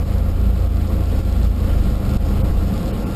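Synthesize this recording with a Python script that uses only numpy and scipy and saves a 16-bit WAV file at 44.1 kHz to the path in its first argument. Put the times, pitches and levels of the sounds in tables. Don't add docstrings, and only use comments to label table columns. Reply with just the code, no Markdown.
import sys
import numpy as np
from scipy import signal
from scipy.fft import rfft, irfft
from scipy.io import wavfile
from scipy.ndimage import uniform_filter1d

SR = 44100
rng = np.random.default_rng(int(sys.argv[2]) if len(sys.argv) > 2 else 0)


def generate_wav(sig):
    pcm = np.round(np.clip(np.atleast_2d(sig).T, -1, 1) * 32767).astype(np.int16)
    wavfile.write(sys.argv[1], SR, pcm)


def ratio(d):
    e = np.asarray(d, float) / 20
    return 10 ** e


N = 138915
T = np.arange(N) / SR
SAMPLE_HZ, HOLD = 12000, 4

# (time [s], third order [Hz], load [dB])
ENGINE_RUN = [(0, 82.5, -19.5), (.12, 84.2, -18.5), (.6, 84.1, -18.5), (1.1, 83.1, -20.5),
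              (1.5, 82.8, -19.5), (1.66, 80.2, -20), (1.84, 76.5, -20), (2.03, 75.3, -23),
              (2.22, 75.2, -18.5), (2.42, 79.2, -19.5), (2.55, 82.6, -19.5), (2.68, 80.5, -21.5),
              (2.8, 77.5, -29), (3.15, 76, -31.5)]
# (time [s], peak level [dB])
BODY_THUDS = [
    (1.209, -9),
    (1.969, -8),
    (2.167, -5),
    (2.503, -8),
]


def rms_one(x):
    return x / np.sqrt(np.mean(x ** 2) + 1e-20)


def in_time(rows):
    s, *columns = np.transpose(rows)
    return [np.interp(T, s, c) for c in columns]


def drift(rate_hz):
    r = np.exp(-80 * np.pi * rate_hz / SR)
    white = rng.standard_normal(N // 40 + 2002)
    slow = signal.lfilter([1], [1, -2 * r, r * r], white)[2000:]
    return np.interp(np.arange(N) / 40, np.arange(len(slow)), rms_one(slow))


def resonate(x, hz, width_hz):
    r = np.exp(-np.pi * width_hz / SR)
    poles = [1, -2 * r * np.cos(2 * np.pi * hz / SR), r * r]
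    return signal.lfilter([(1 - r * r) / 2, 0, (r * r - 1) / 2], poles, x)


def engine():
    # (order, level against load [dB], wobble [dB])
    orders = [(1, -12, 6.5), (2, 1.2, 2), (3, 0.64, 0.62), (4, -14, 2.8), (5, -21.5, 1.9)]
    # (centre [Hz], width [Hz], gain [dB])
    booms = [(103.1, 5.3, 7), (126.3, 4.8, 17)]
    third_hz, load_db = in_time(ENGINE_RUN)
    cycle_hz = third_hz / 3
    turns = np.cumsum(cycle_hz) / SR
    out = 0
    for k, db, wobble_db in orders:
        boom_db = sum(gain_db * np.exp(-((k * cycle_hz - hz) / width_hz) ** 2)
                      for hz, width_hz, gain_db in booms)
        level_db = load_db + db + boom_db + wobble_db * drift(3.0)
        out = out + ratio(level_db) * np.sin(2 * np.pi * (k * turns + rng.random()))
    return np.sqrt(2) * out


def engine_dip():
    dip_depth, dip_s = 0.8, 0.014
    return 1 - dip_depth * sum(np.exp(-((T - s) / dip_s) ** 2) for s, _ in BODY_THUDS)


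def road(level_db, load_swing_db):
    # (centre [Hz], width [Hz], level [dB])
    cabin = [(22, 27, 1), (38.7, 14.3, 4), (50, 24.4, -5.5), (103.7, 49, -1), (190.6, 33.5, 1),
             (240.2, 41, -7.5), (301.8, 47.4, -7.5), (419, 77, -12.5), (518.7, 74, -8.5), (685, 77, -14),
             (820.5, 52, -19.5), (1080, 36, -22), (1169, 164, -19), (1366, 83, -20)]
    between_db, patchy_db = -6.5, 0.7
    shake_follows = 0.73
    out, shared = 0, drift(9.0)
    for hz, width_hz, db in cabin:
        once = resonate(rng.standard_normal(N + SR), hz, width_hz)
        twice = resonate(once, hz, width_hz * 1.55)
        ring = rms_one(twice + ratio(between_db) * once)[SR:]
        shake_db = (hz < 70) * shake_follows * load_swing_db
        patch_db = patchy_db * (0.7 * shared + drift(3.1))
        out = out + ring * ratio(db + shake_db + patch_db)
    return out * ratio(level_db)


def bumps():
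    thud_hz, t60_s = 45, 0.07
    out = np.zeros(N)
    for s, db in BODY_THUDS:
        t = np.maximum(T - s + 0.25 / thud_hz, 0)
        level_db = db + 15 / thud_hz / t60_s - 60 * t / t60_s
        out += ratio(level_db) * np.sin(2 * np.pi * thud_hz * t)
    return out


def glass_ticks():
    drops_per_s, spread_db = 160, 4
    sizes = ratio(spread_db * np.minimum(rng.exponential(1, N), 4)) * rng.choice([-1, 1], N)
    hits = rng.random(N) < drops_per_s * ratio(4.0 * drift(6.0)) / SR
    return rms_one(resonate(rms_one(sizes * hits), 4800, 5600))


def air(spray_swing_db):
    # (frequency [Hz], level [dB])
    hiss_spectrum = [(200, 7.5), (800, -6), (1700, -5.4), (2700, -3.5), (4000, -5.5), (5500, -5.5)]
    air_db, drops_db, follows = -42, -49.5, 0.61
    edges_hz = 200 * 2 ** np.arange(0, 5.1, 0.5)
    out, shared = 0, drift(14.0)
    white = rng.standard_normal((2, N))
    hz, db = np.transpose(hiss_spectrum)
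    for k, (low, high) in enumerate(zip(edges_hz, edges_hz[1:])):
        band_pass = signal.butter(2, [low, high], "band", fs=SR, output="sos")
        band = signal.sosfilt(band_pass, white[k % 2])
        band_db = np.interp(np.log(low * high) / 2, np.log(hz), db)
        out = out + band * ratio(band_db + 0.27 * shared + 1.6 * drift(20.5))
    hiss = ratio(air_db) * rms_one(out)
    return (hiss + ratio(drops_db) * glass_ticks()) * ratio(follows * spray_swing_db)


def splats():
    # (time [s], peak level [dB])
    big_drops = [(0.1254, -35), (0.184, -27), (0.413, -31.5), (0.7692, -30), (1.1304, -40), (1.4244, -40),
                 (1.8354, -30.5), (1.9545, -27), (2.0524, -29), (2.0916, -28), (2.3704, -32), (2.5754, -41),
                 (2.6898, -32), (2.7773, -26.5), (2.8484, -40), (2.878, -27), (2.992, -41), (3.0704, -33)]
    t60_s = 0.019
    shape = sum(ratio(db - 5.0 - 60 * np.maximum(T - s, 0) / t60_s) * (T >= s) for s, db in big_drops)
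    return shape * rms_one(resonate(rng.standard_normal(N), 4000, 3500))


def scene():
    # (time [s], level [dB])
    roughness = [(0.0, -26.5), (0.07, -27.5), (0.86, -30), (0.91, -28), (1.1, -28.5), (1.17, -25.5),
                 (1.21, -29), (1.42, -29.5), (1.49, -31.5), (1.7, -25), (1.71, -26), (3.15, -27.5)]
    # (time [s], level [dB])
    spray = [(0.0, -53), (0.05, -46.5), (0.11, -45.5), (0.21, -52), (1.44, -45.5), (1.49, -52.5),
             (1.73, -44.5), (2.02, -48), (2.06, -45), (2.17, -44), (2.18, -48), (2.29, -43.5), (2.4, -45.5),
             (3.15, -49)]
    road_db, spray_db = in_time(roughness)[0], in_time(spray)[0]
    load_db = uniform_filter1d(in_time(ENGINE_RUN)[1], size=SR // 4)
    mix = engine_dip() * engine() + road(road_db, load_db - load_db.mean()) + bumps()
    mix = mix + air(spray_db - spray_db.mean()) + splats()
    return mix[None]


def treble_gaps(x):
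    # (time [s], from [Hz], half length [s], spared band [Hz], spared band [Hz])
    gaps = [
        (2.431, 1600, .010, 8300, 2200),
        (2.922, 3200, .008, 5200, 4300),
        (3.05, 2900, .009, 7200, 4800),
    ]
    gap_db, spared_width_hz, cutoff_hz = -30, 300, 15270
    hz, spectrum = np.arange(N // 2 + 1) * SR / N, rfft(x)
    for s, from_hz, half_s, *spared_hz in gaps:
        spared = [abs(hz - f) > spared_width_hz / 2 for f in spared_hz + [SAMPLE_HZ]]
        lost = irfft(spectrum * ((hz > from_hz) & np.all(spared, axis=0)), N)
        x = x - lost * (1 - ratio(gap_db)) * np.exp(-((T - s) / half_s) ** 2)
    return irfft(rfft(x) * (hz < cutoff_hz), N)


def duck_gain_db(dry):
    # (time [s], depth [dB])
    dips = [(0.025, 8), (0.202, 2.5), (0.317, 4.5), (.502, 2), (0.67, 6), (.855, 2.5), (1.028, 1.5),
            (1.21, 6), (1.432, -2), (1.47, 2), (1.532, 2.5), (1.919, 1.5), (1.969, 4), (2.165, 11),
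            (2.504, 3), (2.582, 1)]
    lag_s, attack_s, recover_s = 0.0071, 0.0015, 0.034
    levelling = 0.24
    since_s = [T - s - lag_s for s, _ in dips]
    duck_db = sum(db * np.exp(-abs(t) / recover_s) * (t > 0) for t, (_, db) in zip(since_s, dips))
    power = uniform_filter1d(dry[0] ** 2, size=SR // 25, origin=SR // 51)
    heard_db = 10 * np.log10(power + 1e-9)
    duck_db = duck_db + levelling * (heard_db - heard_db.mean())
    r = np.exp(-1 / (attack_s * SR))
    return signal.lfilter([1 - r], [1, -r], duck_db)


def band_limit(x):
    return signal.sosfilt(signal.butter(12, 15600, fs=SR, output="sos"), x)


def record(dry):
    mic_low_hz, guard_hz = 7.5, 5450
    x = signal.sosfilt(signal.butter(1, mic_low_hz, "high", fs=SR, output="sos"), dry)
    x = 0.76 * np.tanh(x * ratio(-1.5 - duck_gain_db(dry)) / 0.75)
    x = signal.sosfilt(signal.butter(16, guard_hz, fs=SR, output="sos"), x)
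    coarse = signal.resample(x, N * SAMPLE_HZ // SR, axis=1)
    held = np.repeat(coarse, HOLD, axis=1)
    mix = treble_gaps(signal.resample(held, N, axis=1))
    return band_limit(mix)


dry = scene()
out = record(dry)
generate_wav(out)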